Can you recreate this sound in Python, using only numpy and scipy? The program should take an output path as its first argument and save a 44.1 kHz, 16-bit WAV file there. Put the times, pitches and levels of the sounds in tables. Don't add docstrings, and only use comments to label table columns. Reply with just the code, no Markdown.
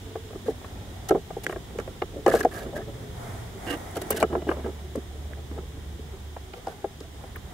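import sys
import numpy as np
from scipy import signal
from scipy.fft import rfft, irfft, next_fast_len
from scipy.io import wavfile
from scipy.ndimage import uniform_filter1d, map_coordinates

SR = 44100
rng = np.random.default_rng(int(sys.argv[2]) if len(sys.argv) > 2 else 0)


def natural_amplitude(level_db):
    exponent = np.asarray(level_db, float) / 20
    return 10 ** exponent


def transcribe(signal):
    frames = np.atleast_2d(signal).T
    limited = np.clip(frames, -1, 1)
    pcm = np.round(limited * 32767).astype(np.int16)
    wavfile.write(sys.argv[1], SR, pcm)


N = 332073


def unit(x):
    return x / np.sqrt(np.mean(x ** 2) + 1e-20)


def along(points, hz):
    f, v = np.transpose(points)
    return np.interp(np.log(hz + 1), np.log(f + 1), v)


def curves(rows):
    s, *cols = np.transpose(rows)
    return [np.interp(np.arange(N) / SR, s, c) for c in cols]


def wobble(rate):
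    knots = rng.standard_normal(int(N * rate / SR) + 4)
    return map_coordinates(knots, [np.arange(N) * rate / SR])


def filtered(x, response):
    m = next_fast_len(x.shape[-1] + 4096)
    spectrum = rfft(x, m) * response(np.fft.rfftfreq(m, 1 / SR))
    return irfft(spectrum, m)[..., :x.shape[-1]]


def far(colour, lead_s=0):
    # frequency in Hz, correlation from -1 to 1.
    alike = [(60, 0.97), (290, 0.82), (640, 0.2), (1400, 0.17), (3100, 0.4), (6000, 0.2)]
    mono_below_hz = 750

    def shares(hz):
        turn = np.arccos(np.clip(along(alike, hz), -1, 1)) / 2
        return natural_amplitude(along(colour, hz)) * [np.cos(turn), np.sin(turn)]

    def lead(hz):
        return np.exp(1j * np.pi * hz * lead_s * [[1], [-1]] / (1 + (mono_below_hz / (hz + 1)) ** 6))

    mid, side = filtered(rng.standard_normal((2, N)), shares)
    return unit(filtered(np.array([mid + side, mid - side]), lead))


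def vehicle():
    # time in seconds, mean firing rate in Hz, mean level in dB.
    engine = [(0, 95, -45.5), (1, 96, -47.5), (1.5, 100, -79), (2.6, 102, -50), (3.05, 120, -48),
              (3.4, 117, -42), (3.7, 100, -52), (4.0, 90, -45.5), (4.3, 74, -40.5), (4.45, 73, -38),
              (5.2, 73, -38.5), (6.35, 73, -41), (6.6, 72, -55.5), (7, 72, -46), (7.53, 72, -47.5)]
    # time in seconds, mean level in dB.
    roar = [(0, -56.5), (2.4, -55.5), (2.9, -53), (3.2, -43.5), (3.5, -41.5), (3.9, -41), (4.3, -53.5),
            (4.8, -57), (7.53, -54)]
    # frequency in Hz, relative density in dB per Hz.
    roar_colour = [(120, -34), (235, -4.5), (310, -29), (385, -7.5), (550, -17), (690, -2.5), (850, -7.5),
                   (1100, -14.5), (1380, -13.5), (1650, -18.5), (1910, -13.5), (2300, -21.5), (2900, -39),
                   (6000, -28.5), (10000, -28.5), (16000, -37)]

    hz, db = curves(engine)
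    phase = 2 * np.pi * np.cumsum(hz * (1 + 0.0045 * wobble(5.87))) / SR
    tone = np.sin(phase) + natural_amplitude(-19.0) * np.sin(2 * phase)
    note = np.sqrt(2) * natural_amplitude(db + 1.2 * wobble(10)) * tone
    roar_level = natural_amplitude(curves(roar)[0] + 3.4 * wobble(9.0))
    return note + roar_level * far(roar_colour)


def air():
    # time in seconds, mean level in dB.
    rumble_db = [(0, -44), (3.3, -39.5), (4.2, -44.5), (5.5, -41.5), (6.6, -45), (7.53, -42.5)]
    # frequency in Hz, relative density in dB per Hz.
    rumble_colour = [(15, -56), (28, -5), (45, 0), (60, 3.5), (100, 0), (160, -6), (250, -11.5), (400, -13),
                     (600, -22.5), (1000, -26), (2000, -41.5), (4000, -100)]
    # time in seconds, mean level in dB.
    hiss_db = [(0, -51.2), (3.5, -50.7), (4.8, -52.2), (7.53, -52.7)]
    # frequency in Hz, relative density in dB per Hz.
    hiss_colour = [(470, -35), (800, -6), (1000, -2), (1250, -6), (1900, -3.5), (2600, -6.5), (3250, -1.5),
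                   (3700, -2.5), (4200, -9.5), (6500, -9), (8000, -10.5), (10500, -15), (13500, -15),
                   (15800, -16)]

    hiss = natural_amplitude(curves(hiss_db)[0] + .3 * wobble(1.0)) * far(hiss_colour, lead_s=.000575)
    rumble = natural_amplitude(curves(rumble_db)[0] + 1.0 * wobble(3)) * far(rumble_colour)
    return rumble + hiss


def add(out, s, sound):
    t = np.arange(SR // 100) / SR
    paths = rng.standard_normal(len(t)) * natural_amplitude(-60 * t / 0.014)
    side = signal.fftconvolve(sound, paths / np.linalg.norm(paths))[:len(sound)]
    out[:, round(s * SR):][:, :len(sound)] += [sound, side]


def hull(low_hz, upper_hz, focus_db, upper_focus_db, free=1, contact_s=0.0029):
    # nominal frequency in Hz, relative level in dB, t60 in seconds.
    hull_modes = [(164, -2.5, 0.17), (241, 4, 0.044), (290, -0.5, 0.063), (336.4, -1.5, 0.056),
                  (380, 0, 0.074), (430, -1, 0.071), (480, -4, 0.061), (533.3, -3.5, 0.052),
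                  (600, 4, 0.027), (653.4, -2.5, 0.052), (727.5, -1, 0.042), (790, -2, 0.046),
                  (910, 5.5, 0.013), (924, -0.5, 0.016), (1068, 7, 0.036), (1179, 2, 0.053),
                  (1340, 2.5, 0.051), (1434, -6, 0.044), (1550, 8, 0.02), (1647, -3.5, 0.059),
                  (1785, -6.5, 0.018), (1912, 1, 0.033), (2157, 2, 0.033), (2345, 9, 0.019),
                  (2590, 3, 0.032), (2900, 10.5, 0.037), (3060, -19, 0.01), (4130, -9, 0.026)]
    split_hz = 1000

    hz, db, t60 = np.transpose(hull_modes)[..., None]
    t = np.arange(SR // 12) / SR
    low = hz < split_hz
    low_loss = focus_db * np.log2(hz / low_hz) ** 2
    upper_loss = upper_focus_db * np.log2(hz / upper_hz) ** 2
    db = db - np.where(low, low_loss, upper_loss)
    chance = rng.standard_normal((3, *hz.shape))
    hz = hz * (1 + 0.021 * chance[0])
    swell = 1 - np.exp(-(t / np.where(low, contact_s, .0018)) ** 2)
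    decay = natural_amplitude(db + 3.7 * chance[1] - 60 * t / (free * t60))
    rings = swell * decay * np.sin(2 * np.pi * hz * t + 0.66 * chance[2])
    return (rings * low).sum(0), (rings * ~low).sum(0)


def slips(count, rate, spread_db):
    chance, size, sign = rng.random((3, count))
    return (chance < rate / SR) * natural_amplitude(-spread_db * np.log(size + 1e-9)) * np.sign(sign - .5)


def fumble():
    # time in seconds, mean level in dB.
    fumble_db = [(0, -49), (.5, -47), (1, -51), (1.6, -48), (2.1, -48), (2.6, -44), (2.9, -47), (3.5, -50),
                 (4.1, -46), (4.6, -45), (5, -53), (5.55, -48), (6, -53), (6.6, -52), (7, -53), (7.53, -55)]
    stretch = round(.3 * SR)

    out = np.zeros((2, N + SR))
    touches = slips(N, 400, spread_db=2.2) * natural_amplitude(2 * wobble(12))
    push = unit(touches) * natural_amplitude(curves(fumble_db)[0])
    for start in range(0, N, stretch):
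        low, upper = hull(414, 1500, focus_db=4.5, upper_focus_db=6)
        body = low + natural_amplitude(-22) * upper
        add(out, start / SR, signal.fftconvolve(push[start:start + stretch], body / np.linalg.norm(body)))
    return out[:, :N]


def knocks():
    # start in seconds, low ring peak in dB, its centre in Hz,
    # hardness as upper ring re low ring in dB.
    blows = [(0.154, -21, 620, -15.5), (0.305, -35.5, 480, -11), (0.328, -32, 517, -12),
             (0.353, -25.5, 400, -19), (0.459, -31.5, 460, -12), (0.481, -15.5, 440, -22.5),
             (0.644, -38, 445, 2.5), (1.1075, -4.5, 536, -17.5), (1.118, -11, 430, -19),
             (1.147, -12.5, 505, -20), (1.158, -16, 480, -20), (1.304, -27, 600, -12),
             (1.366, -21.5, 493, -24), (1.4646, -23, 380, -12), (1.494, -22.5, 520, -4),
             (1.5241, -29, 550, 1), (1.559, -24.5, 550, -7), (1.75, -29, 480, -20), (1.786, -19, 480, -8.5),
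             (1.798, -30.5, 397, -0.5), (1.875, -27, 485, -11), (2.018, -16, 540, -5.5),
             (2.032, -30, 394, -16), (2.159, -26, 390, -35), (2.262, -5.5, 690, -11.5),
             (2.269, -12.5, 520, -18), (2.278, -7, 554, -10), (2.337, -8, 600, -12),
             (2.3435, -13, 640, -18), (2.352, -14.5, 480, -13), (2.404, -27, 600, -2),
             (2.4485, -4.5, 660, -22.5), (2.661, -25, 284, -15.5), (3.966, -21.5, 450, -7.5),
             (4.016, -28.5, 570, -8), (4.104, -16.5, 454, -10.5), (4.142, -25, 390, -13),
             (4.2255, -7, 630, -5.5), (4.234, -13.5, 428, -8.5), (4.328, -18.5, 600, -14),
             (4.351, -15, 695, -12), (4.421, -27, 600, -20), (4.466, -22.5, 515, -32),
             (4.489, -14, 453, -8), (4.513, -15.5, 524, -7), (4.568, -25, 480, -13), (4.595, -30, 480, -11),
             (4.644, -27.5, 420, -7), (4.66, -23, 480, -11.5), (4.953, -21.5, 387, -12.5),
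             (4.974, -21.5, 294, -26), (5.512, -27, 360, -14.5), (5.575, -31, 840, -14),
             (5.585, -29, 267, -9.5), (5.991, -31, 290, -25), (6.132, -34.5, 380, -26),
             (6.364, -27.5, 725, -8.5), (6.536, -32, 575, -7), (6.669, -20.5, 790, -13.5),
             (6.681, -27.5, 520, -11), (6.842, -15, 600, -20), (7.006, -31.5, 380, -12),
             (7.236, -34, 550, -11), (7.363, -35.5, 450, -2)]
    hard_hz, octaves_per_db = 1326, .008
    swell_s, halvings_per_db = 0.0023, .04

    out = np.zeros((2, N + SR))
    for s, low_db, low_hz, hard_db in blows:
        upper_hz = hard_hz * 2 ** (octaves_per_db * hard_db)
        contact_s = swell_s * 2 ** (-halvings_per_db * hard_db)
        low, upper = hull(low_hz, upper_hz, focus_db=13, upper_focus_db=13.0, free=0.78, contact_s=contact_s)
        blow = low / abs(low).max() + natural_amplitude(hard_db) * upper / abs(upper).max()
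        add(out, s, natural_amplitude(low_db) * blow)
    return out[:, :N]


def grit():
    # frequency in Hz, relative density in dB per Hz.
    grit_colour = [(1500, -31), (2800, 2), (4000, 0), (5000, -1.5), (8000, -2.5), (9500, -2.5),
                   (13000, -3.5), (16000, -13)]
    return unit(filtered(rng.standard_normal(N + SR), lambda hz: natural_amplitude(along(grit_colour, hz))))


def scrapes():
    # start in seconds, length in seconds,
    # low ring level in dB, its centre in Hz, roughness as grit re low ring in dB.
    drags = [(0.459, 0.057, -44, 413, -17), (1.0854, 0.014, -43, 600, -7), (1.133, 0.039, -37, 430, -45),
             (1.433, 0.018, -53.5, 580, -0.5), (1.485, 0.05, -49.5, 470, -10),
             (1.762, 0.066, -52, 450, -25), (1.863, 0.03, -62, 447, -31), (2.138, 0.056, -44, 400, -53),
             (2.273, 0.035, -32.5, 504, -19.5), (2.307, 0.066, -32.5, 430, -15),
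             (2.348, 0.036, -48, 434, -5.5), (2.382, 0.034, -39.5, 406, -12),
             (2.426, 0.014, -43.5, 420, -15), (2.507, 0.15, -44, 530, -9.5), (2.644, 0.058, -45, 310, -34),
             (2.724, 0.081, -38.5, 480, -38), (2.755, 0.026, -56, 450, -3), (2.873, 0.028, -46.5, 426, -42),
             (3.657, 0.1, -37, 414, -16), (3.699, 0.024, -45, 423, -11), (3.952, 0.03, -43, 443, -11),
             (4.015, 0.0097, -54.5, 536, -3), (4.102, 0.032, -41, 430, -8), (4.141, 0.06, -41.5, 420, -12),
             (4.162, 0.019, -42.5, 362, -9), (4.2, 0.012, -42, 430, -13), (4.21, 0.022, -40, 700, -17),
             (4.297, 0.086, -33.5, 526, -35.5), (4.466, 0.078, -38, 480, -23), (4.55, 0.067, -47, 453, -38),
             (4.634, 0.061, -38, 420, -33), (4.955, 0.031, -44.5, 354, -52), (6.55, 0.051, -52, 750, -16),
             (6.678, 0.053, -50.5, 650, -15), (7.002, 0.056, -57, 510, -13), ]
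    rasp_hz, octaves_per_db = 1900, 0.016
    rasp_db, rasp_share = -6.5, 0.42
    dull_above_hz, dull_slope = 3600, 0.06

    out, edge = np.zeros((2, N + SR)), grit()
    for s, length, low_db, low_hz, rough_db in drags:
        upper_hz = rasp_hz * 2 ** (octaves_per_db * rough_db)
        upper_db = low_db + rasp_db + rasp_share * rough_db
        grit_db = low_db + rough_db
        n = round(length * SR) + 8
        stroke = np.pad(np.sin(np.pi * np.arange(n) / n) ** 0.32, (0, 2048))
        low, upper = hull(low_hz, upper_hz, focus_db=7.5, upper_focus_db=31)
        push = stroke * slips(len(stroke), 1000, spread_db=1.5)
        low_ring = signal.fftconvolve(push, low)[:len(push)]
        upper_ring = signal.fftconvolve(push, upper)[:len(push)]
        dull = lambda hz: natural_amplitude(dull_slope * rough_db * np.log2(np.maximum(hz / dull_above_hz, 1)))
        lumps = abs(stroke * uniform_filter1d(abs(push), size=180)) ** 0.66
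        spit = lumps * filtered(edge[round(s * SR):][:len(push)], dull)
        layers = natural_amplitude(low_db) * unit(low_ring) + natural_amplitude(upper_db) * unit(upper_ring) + natural_amplitude(grit_db) * unit(spit)
        add(out, s, layers * np.sqrt(len(stroke) / n))
    return out[:, :N]


def ticks():
    # start in seconds, peak level in dB, centre in Hz.
    snaps = [(1.088, -29, 6540), (1.107, -37, 5960), (1.465, -32, 6140), (1.785, -37, 6000),
             (1.798, -38.5, 6000), (2.019, -37, 2500), (2.262, -28.5, 5650), (2.279, -27.5, 8900),
             (2.404, -25.5, 7000), (2.447, -33.5, 6100), (3.773, -40, 10000), (3.91, -42, 10000),
             (3.967, -32.5, 9000), (4.017, -31.5, 11000), (4.105, -10.5, 12400), (4.167, -31, 11000),
             (4.2005, -28, 10000), (4.2265, -26, 6700), (4.489, -44, 5000), (4.957, -36, 7000),
             (6.535, -37, 2400), (6.669, -40, 5000), (6.681, -42, 5300), (7.004, -38, 4770),
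             (7.3605, -35, 16000)]

    out, t = np.zeros((2, N + SR)), np.arange(SR // 20) / SR
    for s, db, centre_hz in snaps:
        band = lambda hz: natural_amplitude(-12 * np.log2((hz + 1) / centre_hz) ** 2)
        noise = filtered(rng.standard_normal(len(t)), band)
        click = noise * natural_amplitude(-60 * t / 0.021) * (1 - np.exp(-t / 0.0006))
        add(out, s, natural_amplitude(db) * click / abs(click).max())
    return out[:, :N]


def ring(modes):
    hz, db, t60 = np.transpose(modes)[..., None]
    t = np.arange(SR // 12) / SR
    decay = natural_amplitude(db + rng.normal(0, 0.53, hz.shape) - 60 * t / t60)
    return (decay * np.sin(2 * np.pi * hz * t)).sum(0) * (1 - np.exp(-t / 0.0006))


def plugs():
    # start in seconds, peak level in dB.
    clacks = [(1.4656, -13.5), (1.51, -35), (5.334, -33), (7.357, -36), (7.3598, -29)]
    # frequency in Hz, mean relative level in dB, t60 in seconds.
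    plug_modes = [(1656, -1, 0.015), (1794, 0, 0.0084), (1950, -7.5, 0.016), (3200, -16, 0.013)]

    out = np.zeros((2, N + SR))
    for s, db in clacks:
        clack = ring(plug_modes)
        add(out, s, natural_amplitude(db) * clack / abs(clack).max())
    return out[:, :N]


def slides(strokes, modes):
    out = np.zeros((2, N + SR))
    for s, length, db in strokes:
        n = round(length * SR)
        push = np.sin(np.pi * np.arange(n) / n) ** 0.5 * slips(n, 1200, spread_db=2.0)
        sing = signal.fftconvolve(push, ring(modes))
        add(out, s, natural_amplitude(db) * unit(sing) * np.sqrt(len(sing) / n))
    return out[:, :N]


def singing_case():
    # start in seconds, length in seconds, level in dB.
    case_strokes = [(2.262, 0.013, -49), (2.279, 0.026, -50), (2.313, 0.012, -48.5), (2.348, .034, -47.5),
                    (2.403, 0.012, -47.5), (2.431, .009, -60), (2.512, 0.017, -60.5), (2.538, 0.046, -53),
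                    (2.6, .035, -59), (2.745, 0.046, -51.5), (2.798, 0.034, -61)]
    # frequency in Hz, mean relative level in dB, t60 in seconds.
    case_modes = [(1672, -0.5, 0.026), (1280, -8.5, 0.022)]
    return slides(case_strokes, case_modes)


def cable_over_rim():
    # start in seconds, length in seconds, level in dB.
    cable_pulls = [(3.665, 0.092, -44.5), (4.11, 0.027, -52.5), (4.15, .075, -53), (4.47, 0.057, -57)]
    # frequency in Hz, mean relative level in dB, t60 in seconds.
    rim_modes = [(1290, -3, 0.013), (1626, 3, 0.014), (1840, 3.5, 0.014), (2840, 2, 0.016)]
    return slides(cable_pulls, rim_modes)


def near(pair):
    # frequency in Hz, side re mid in dB.
    spread = [(110, -13), (380, -19), (750, -12), (1290, -2), (15000, -1)]
    mid, side = pair[0], filtered(pair[1], lambda hz: natural_amplitude(along(spread, hz)))
    return np.array([mid + side, mid - side])


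def scene():
    distance = vehicle() + air()
    touches = fumble() + knocks() + scrapes()
    small_parts = ticks() + plugs()
    singing = singing_case() + cable_over_rim()
    return near(touches + small_parts + singing) + distance


def top_cut(x):
    return signal.sosfilt(signal.butter(12, 16970, fs=SR, output="sos"), x)


def record(dry):
    # frequency in Hz, left re right in dB.
    lean = [(100, -1.5), (260, -2.5), (420, -.3), (800, 2.5), (1200, -3.5), (2200, -1.5), (4200, -5),
            (6500, .5), (15000, 1.5)]
    top_hz = 15750
    wet = filtered(dry, lambda hz: (hz < top_hz) * natural_amplitude(.5 * along(lean, hz) * [[1], [-1]]))
    return top_cut(wet)


dry = scene()
out = record(dry)
transcribe(out)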